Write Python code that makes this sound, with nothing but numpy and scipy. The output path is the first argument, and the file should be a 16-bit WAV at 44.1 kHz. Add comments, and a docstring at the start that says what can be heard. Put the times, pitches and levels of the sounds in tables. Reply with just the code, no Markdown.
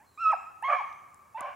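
"""Snowy woods in still winter air, with hounds giving tongue on a scent: the end of a far call, a high yelp
that breaks downward, a bawl that starts clean and turns hoarse, and a weaker hoarse bay. Each voice is a stack
of harmonics that gives way to a rasp ringing the throat; the trees scatter it into a long tail of shaped noise.
Small birds whistle faintly as arched sine glides, a few ice grains tick close by as bursts of filtered noise,
and coloured noise makes the low rumble and faint hiss of the air."""
import sys
import numpy as np
from scipy import signal
from scipy.fft import rfft, irfft
from scipy.io import wavfile
from scipy.ndimage import uniform_filter1d

SR = 44100
rng = np.random.default_rng(int(sys.argv[2]) if len(sys.argv) > 2 else 0)


def unload_audio(sound):
    """Save the sound as a 16-bit wav file, at the path given as the first command line argument."""
    columns = np.transpose(np.atleast_2d(sound))
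    # keep every value between -1 and 1, then stretch to whole-number steps
    steps = np.round(np.clip(columns, -1, 1) * 32767)
    wavfile.write(sys.argv[1], SR, steps.astype(np.int16))


N = 68355
TIME = np.arange(N) / SR

# Course of each call: start_s, pitch_hz, level_db, second_harmonic_db, higher_harmonics_db,
# half_pitch_db, roughness (0-1, held to 0.95); the levels are fader moves on the voice's parts
FAR_CALL = [(0.0, 798.4, -57.5, -10, -7, -37.5, 0.11), (0.03, 971, -63, -9, -15.5, -34, 0.2),
            (0.06, 1150, -70.5, -6, -17.5, -32, 0.2), (0.08, 1040, -78.5, -17.5, -20.5, -22.5, .2)]
YELP = [(0.174, 1156, -46, -1, 6.5, -39.5, .01), (0.189, 1278, -41.5, 3.5, 2, -41, 0.0047),
        (0.213, 1385, -33.5, -4, 7.5, -34, .002), (0.229, 1343, -28.5, 3, -1.5, -37.5, 0.0009),
        (0.249, 1304, -26.5, -2.5, -4, -34.5, 0.0028), (0.261, 1287, -19.5, -5, -9, -34, 0.0012),
        (0.288, 1283, -18.5, -13.5, -11.5, -36.5, 0.0013), (0.308, 1285, -21, -5, -14, -18.5, 0.0029),
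        (0.319, 1227, -29, -2, -4.5, -16, 0.013), (0.326, 1036, -27, -11, -25, -29.5, 0.026),
        (0.333, 864, -22, -11.5, -30, -37.5, .03), (0.341, 753, -25, -2, -21, -24.5, 0.029),
        (0.348, 605, -43, -12, -39.5, -24.5, 0.025)]
BAWL = [(0.624, 836.1, -35.5, 3, -4, -31, 0.04), (0.633, 891.9, -35.5, -4.5, 1, -25.5, 0.026),
        (0.648, 1077, -30.5, 3.5, 2.5, -17.5, 0.046), (0.676, 1084, -29.5, -0.5, -1, -20, .07),
        (0.686, 1138, -27.5, -18, -22, -24, 0.53), (0.700, 1188, -25, -17, -20, -9, .5),
        (0.734, 1213, -23.5, -24, -20, -5, 0.63), (0.757, 1152, -28.5, -6.5, -6, -14.5, 0.45),
        (0.772, 1101, -32.5, 4, -8, -36.5, 0.2), (0.790, 1038, -33, -21, -4, -20, 0.069),
        (0.805, 884, -36.5, -4.5, -8, -26, 0.16), (0.819, 752, -37, -17.5, -23, -19, 0.092)]
BAY = [(1.344, 874.3, -47.5, -20, 2, -23, 0.011), (1.356, 876.8, -36.5, -19, -4, -28, 0.0064),
       (1.371, 903.4, -42, 6, 6, -23, 0.031), (1.378, 997.4, -39, 3.5, 2, -18, .3),
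       (1.395, 1024, -44.5, 17.5, 6.5, 6, 0.48), (1.412, 1184, -38.5, 1, 6, -34, 0.45),
       (1.432, 1030, -39, -10, -12, -31, 0.52), (1.455, 1050, -36.5, -11, -11, -13, 0.48),
       (1.475, 1116, -43.5, -15, -6, 4, 0.61), (1.500, 1165, -48, -8, -8, 13.5, 0.98),
       (1.525, 1160, -54, 18, 10, -11, 1)]
# Base strength of harmonics 1, 2, 3 .. in each voice, before the call and the mouth shape them: level_db
FAR_HARMONICS = [0, 0, -2.5]
YELP_HARMONICS = [-1, -11, -26.5, -28, -39, -39]
BAWL_HARMONICS = [0.5, -10.5, -14.5, -29, -46.5, -36.5]
BAY_HARMONICS = [1.5, -23, -19, -24.5]
# Throat and mouth resonances of the hoarse voice: centre_hz, width_hz (before narrowing), relative level_db
BAWL_THROAT = [(550.5, 49, 3), (706, 89, 6.5), (1157, 220, 0.5), (1622, 250, -8), (2316, 130, -6.5),
               (2983, 67, -21.5)]
BAY_THROAT = [(581, 120, 2.5), (719, 120, 1), (1036, 53, -5), (1492, 360, -9), (2327, 82, -5.5),
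              (3070, 310, -14.5)]
# How the open mouth passes the overtones: frequency_hz, gain_db
MOUTH_COLOUR = [(600, -13), (1500, 2.5), (2200, 1), (2700, -3.5), (2950, -8), (3250, -7), (3700, -13),
                (4900, -13.5), (5200, -9), (8000, -5.5), (11000, -35)]
# Stereo balance of the direct hounds: frequency_hz, left_minus_right_db
HOUND_PAN = [(600, -3.5), (1200, -4), (1700, 1.8), (2300, 0)]

# Echoes off single trunks: delay_s, level_db
TRUNK_ECHOES = [(.019, -18.5), (0.042, -27)]
# What the trees send back, far and near: frequency_hz, gain_db
FAR_TREES_COLOUR = [(700, -4), (1020, -1.5), (1200, 2), (1500, -3.5), (2200, -0.5), (2600, -7.5),
                    (3400, -28)]
NEAR_TREES_COLOUR = [(400, -23), (700, -2), (1000, -1.5), (1200, 1), (1400, -1.5), (1700, 1), (2300, 2.5),
                     (2650, 4), (3000, 2), (4000, 7.5), (5300, 8.5), (12000, 4.5)]
# Left-right likeness of the scatter: frequency_hz, likeness (0 to 1)
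SCATTER_LIKENESS = [(600, 0), (1200, 0.2), (1700, 1), (2300, 0.98), (5000, 0.96)]

# Bird whistles: start_s, length_s, start_hz, end_hz, level_db (before the direct and scatter gains)
BIRDS = [(0.059, 0.04, 4180, 4056, -74.5), (0.116, 0.06, 3990, 3780, -77.5),
         (0.139, 0.042, 7120, 7710, -76), (0.366, 0.058, 7200, 7660, -73.5), (0.846, 0.11, 6070, 6080, -78)]
# Ice grains: start_s, level_db (before the band filters), centre_hz
TICKS = [(.3194, -41.5, 7450), (0.625, -38.5, 11040), (.928, -46, 4500), (1.1445, -40, 8200),
         (1.4082, -29.5, 8850)]
# Left-right likeness of the ticks: frequency_hz, likeness (-1 to 1)
TICK_LIKENESS = [(4000, 0.63), (7000, 0.16), (10000, 0.48)]

# Spectrum of the still air: frequency_hz, relative density_db (per hertz)
AIR_COLOUR = [(25, -21), (45, -8), (75, 2.6), (130, 0), (250, -3), (500, -6), (1100, -5), (2200, -15),
              (3600, -24), (5500, -21), (7500, -16), (9000, -19), (12500, -18), (14000, -26), (15500, -20)]
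# Left-right likeness of the air: frequency_hz, likeness (0 to 1)
AIR_LIKENESS = [(60, 1), (300, 0.62), (1000, .6), (3000, 1), (6000, 1), (8000, 0.26), (12000, 0.32)]

# Hound voices; every _RATE_HZ is the lowpass corner of a random drift
HOARSE_BAND_HZ, HOARSE_HISS_DB = (629, 2750), -38.5
VOICE_LOW_HZ = 520   # the voices are rolled off below this
ATTACK_S, RELEASE_S = 0.0021, 0.0021
WAVER, JITTER, JITTER_RATE_HZ = .003, .06, 180   # pitch scatter as a fraction: clean, and added per unit roughness
SHIMMER_DB, SHIMMER_RATE_HZ = 3.5, 124   # level scatter of the note per unit roughness
BLUR_RAD, BLUR_RATE_HZ = 4, 350   # phase scatter per harmonic step above the second, per unit roughness
# The throat strains and gives: its ring runs early and late, which bends the resonances
THROAT_WANDER_S, THROAT_WANDER_RATE_HZ = 0.00019, 22.8
HOUND_LAG_S = .00002   # the left ear hears them later
SCATTER_EVENING = 0.36   # share of a call's swell that comes from facing the listener, missing in the scatter

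# Woods
NEAR_TREES_DB, NEAR_TREES_T60_S = -7.5, 0.67
FAR_TREES_DB, FAR_TREES_T60_S = -18.5, 2.13
SCATTER_BUILD_S = 0.01
RUN_SWAY_S, RUN_SWAY_RATE_HZ = 0.00015, 13.5   # the echo paths change as the hounds run

# Birds, ice and air
BIRD_ARCH_HZ, BIRD_WAVER, BIRD_WAVER_RATE_HZ = 100, 0.0073, 140   # the waver is a fraction of pitch
BIRD_DIRECT_DB, BIRD_SCATTER_DB = 0.5, 3
TICK_DECAY_S, TICK_TOP_HZ = 0.00062, 11860
TICK_WIDTH = 1.31   # ratio of band edge to centre
LOW_CHIRP_DB, LOW_CHIRP_START_HZ, LOW_CHIRP_DECAY_S = -45.5, 417, 0.0058
LOW_CHIRP_SAG_S = 0.0071   # time constant of the sine's fall in pitch
AIR_DB = -65.5
TOP_STOP_HZ = 16400


def hound(call, harmonics, throat, breath, rasp_db, scatter_db, scatter_treble_db):
    """A clean note gains half-pitch lines, jitter and rasp as it breaks up: (to the listener, to the trees)."""
    s, *columns = np.transpose(call)
    hz, db, second_db, higher_db, half_db, rough = [np.interp(TIME, s, column) for column in columns]
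    rough = np.clip(rough, 0, .95)
    pitch_scatter = (WAVER + JITTER * rough) * drift(JITTER_RATE_HZ)
    phase = 2 * np.pi * np.cumsum(hz * (1 + pitch_scatter)) / SR

    # High overtones lose their footing as the voice roughens
    partials = []
    for k, level_db in enumerate(harmonics[1:], 2):
        slip = (k - 2) * BLUR_RAD * rough * drift(BLUR_RATE_HZ)
        partials.append(from_db(level_db) * np.sin(k * phase + slip))
    second, *higher = partials
    overtones = from_db(second_db) * second + from_db(higher_db) * sum(higher)
    note = from_db(harmonics[0]) * np.sin(phase) + colour(overtones, MOUTH_COLOUR)

    # Half-pitch lines between the harmonics
    halves = np.sin(phase / 2)
    halves = halves + from_db(-11.5) * np.sin(1.5 * phase) + from_db(-20.0) * np.sin(2.5 * phase)
    note = note + from_db(half_db) * butter(halves, HOARSE_BAND_HZ[0], "high", order=6)
    note = np.sqrt(2) * note * from_db(SHIMMER_DB * rough * drift(SHIMMER_RATE_HZ))

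    # Roughness crossfades the note into the rasp
    hoarse = from_db(rasp_db) * rough * rasp(phase, throat, breath)
    gate = np.clip((TIME - s[0]) / ATTACK_S, 0, 1) * np.clip((s[-1] - TIME) / RELEASE_S, 0, 1)
    voice = gate * from_db(db) * (np.sqrt(1 - rough) * note + hoarse)
    voice = butter(voice, VOICE_LOW_HZ, "high", order=8)

    during_call = (TIME > s[0]) & (TIME < s[-1])
    swell_db = db - db[during_call].mean()
    aside = voice * from_db(scatter_db - SCATTER_EVENING * swell_db)
    to_trees = colour(aside, [(1400, 0.0023), (2500, scatter_treble_db)])
    return np.array([voice, to_trees])


def rasp(phase, throat, breath):
    """Uneven slaps of the folds at half pitch, with puffs of air, ring the throat; level evened."""
    slaps = np.diff(np.floor(phase / (4 * np.pi)), prepend=0) * (1 + 1.6 * rng.standard_normal(N))
    puffs = rng.standard_normal(N) * (1 + np.cos(phase / 2))
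    source = rms_one(slaps) + breath * puffs
    voice = 0
    for hz, width_hz, db in throat:
        once = resonance(source, hz, 0.9 * width_hz)
        voice = voice + from_db(db) * resonance(once, hz, 0.9 * width_hz)
    voice = delayed(voice, THROAT_WANDER_S * drift(THROAT_WANDER_RATE_HZ))
    voice = rms_one(butter(voice, HOARSE_BAND_HZ, "band", order=6))
    hiss = rms_one(butter(source, [2500, 7000], "band"))
    voice = voice + from_db(HOARSE_HISS_DB) * hiss
    power = uniform_filter1d(voice ** 2, int(0.018 * SR))
    return voice / np.sqrt(power + 1e-6)


def woods(x):
    """Two trunk echoes, then dense scatter from near trees and a duller, longer one from far trees."""
    out = sum(from_db(db) * delayed(x, s) for s, db in TRUNK_ECHOES)
    near = (NEAR_TREES_COLOUR, NEAR_TREES_DB, NEAR_TREES_T60_S)
    far = (FAR_TREES_COLOUR, FAR_TREES_DB, FAR_TREES_T60_S)
    for spectrum, db, t60 in (near, far):
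        build = 1 - np.exp(-(TIME / SCATTER_BUILD_S) ** 2)
        fade = from_db(-60 * TIME / t60) * build
        for _ in range(2):   # two tails that sway independently
            noise = colour(two_ears(SCATTER_LIKENESS), spectrum)
            tail = fade / np.sqrt(2 * np.sum(fade ** 2)) * noise
            sway = RUN_SWAY_S * drift(RUN_SWAY_RATE_HZ)
            scatter = [delayed(signal.fftconvolve(x, ear)[:N], sway) for ear in tail]
            out = out + from_db(db) * np.array(scatter)
    return out


def birds():
    """Thin whistles: sine glides whose pitch and loudness arch up and down."""
    out = 0
    for s, length_s, start_hz, end_hz, db in BIRDS:
        progress = np.clip((TIME - s) / length_s, 0, 1)
        arch = np.abs(np.sin(np.pi * progress))
        glide_hz = start_hz + (end_hz - start_hz) * progress + BIRD_ARCH_HZ * arch
        hz = glide_hz * (1 + BIRD_WAVER * drift(BIRD_WAVER_RATE_HZ))
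        out = out + from_db(db) * np.sqrt(2 * arch) * np.sin(2 * np.pi * np.cumsum(hz) / SR)
    return out


def ice_grains():
    """Tiny dry ticks of decaying band noise; a brief low sine falling in pitch starts with the strongest."""
    out, crackle = 0, two_ears(TICK_LIKENESS)
    for s, db, hz in TICKS:
        burst = (TIME >= s) * np.exp(-np.abs(TIME - s) / TICK_DECAY_S) * crackle
        tick = butter(burst, [hz / TICK_WIDTH, hz * TICK_WIDTH], "band")
        out = out + from_db(db) * butter(tick, TICK_TOP_HZ, "low", order=4)
    strongest = max(TICKS, key=lambda row: row[1])
    age = np.maximum(TIME - strongest[0], 0)
    turns = LOW_CHIRP_START_HZ * LOW_CHIRP_SAG_S * (1 - np.exp(-age / LOW_CHIRP_SAG_S))
    low_chirp = np.exp(-age / LOW_CHIRP_DECAY_S) * np.sin(2 * np.pi * turns)
    return out + from_db(LOW_CHIRP_DB) * low_chirp


def air():
    """Steady low rumble and faint hiss from coloured stereo noise."""
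    return from_db(AIR_DB) * rms_one(colour(two_ears(AIR_LIKENESS), AIR_COLOUR))


def two_ears(likeness):
    """White noise for left and right, alike to a degree that depends on frequency."""
    mid, side = rfft(rng.standard_normal((2, N)))
    alike = np.clip(at_hz(likeness, N), -1, 1)
    shared = np.sqrt((1 + alike) / 2) * mid
    opposed = np.sqrt((1 - alike) / 2) * side
    return irfft(shared + opposed * [[1], [-1]], N)


def drift(rate_hz):
    """Smooth random wander with unit rms: noise lowpassed at rate_hz."""
    return rms_one(butter(rng.standard_normal(2 * N), rate_hz, "low")[N:])   # filter settled by the second half


def resonance(x, hz, width_hz):
    """Two-pole resonance with gain near 1 on top."""
    r = np.exp(-np.pi * width_hz / SR)
    feedback = [1, -2 * r * np.cos(2 * np.pi * hz / SR), r * r]
    return signal.lfilter(np.array([1, 0, -1]) * (1 - r * r) / 2, feedback, x)


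def delayed(x, s):
    """The same sound, later by s seconds, which may vary over time."""
    return np.interp(TIME - s, TIME, x, left=0)


def colour(x, points):
    """Equalise a sound with the gain curve of a table."""
    size = x.shape[-1] + 4096   # padding against wrap-around
    return irfft(rfft(x, size) * from_db(at_hz(points, size)), size)[..., :x.shape[-1]]


def at_hz(points, size):
    """A frequency table read on a log scale at the bins of a transform of this size."""
    hz, value = np.transpose(points)
    bins_hz = np.arange(size // 2 + 1) * SR / size
    return np.interp(np.log(bins_hz + 1), np.log(hz), value)


def butter(x, hz, kind, order=2):
    """Butterworth filter."""
    sos = signal.butter(order, np.clip(hz, 10, .45 * SR), kind, fs=SR, output="sos")
    return signal.sosfilt(sos, x + 1e-18)


def from_db(db):
    """Decibels to gain."""
    return 10 ** (np.asarray(db) / 20)


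def rms_one(x):
    """Scale to unit rms."""
    return x / np.sqrt(np.mean(x ** 2) + 1e-20)


def scene():
    """The pack with a frequency-dependent pan, its echoes, birds among the trees, ice grains and air."""
    far = hound(FAR_CALL, FAR_HARMONICS, BAY_THROAT, breath=.8,
                rasp_db=6.5, scatter_db=6.5, scatter_treble_db=-16.5)
    yelp = hound(YELP, YELP_HARMONICS, BAWL_THROAT, breath=0.87,
                 rasp_db=17, scatter_db=-2, scatter_treble_db=2.5)
    bawl = hound(BAWL, BAWL_HARMONICS, BAWL_THROAT, breath=0.72,
                 rasp_db=1.5, scatter_db=1.5, scatter_treble_db=1.5)
    bay = hound(BAY, BAY_HARMONICS, BAY_THROAT, breath=1.0,
                rasp_db=2.2, scatter_db=3.0, scatter_treble_db=0.0)
    to_listener, to_trees = far + yelp + bawl + bay
    left = colour(delayed(to_listener, HOUND_LAG_S), [(hz, db / 2) for hz, db in HOUND_PAN])
    right = colour(to_listener, [(hz, -db / 2) for hz, db in HOUND_PAN])
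    pack = np.array([left, right])
    whistles = birds()
    echoes = woods(to_trees + from_db(BIRD_SCATTER_DB) * whistles)
    return pack + from_db(BIRD_DIRECT_DB) * whistles + echoes + ice_grains() + air()


def record(dry):
    """Cut the top steeply: 60 dB down from TOP_STOP_HZ up."""
    return signal.sosfilt(signal.cheby2(16, 60, TOP_STOP_HZ, fs=SR, output="sos"), dry)


dry = scene()
out = record(dry)
unload_audio(out)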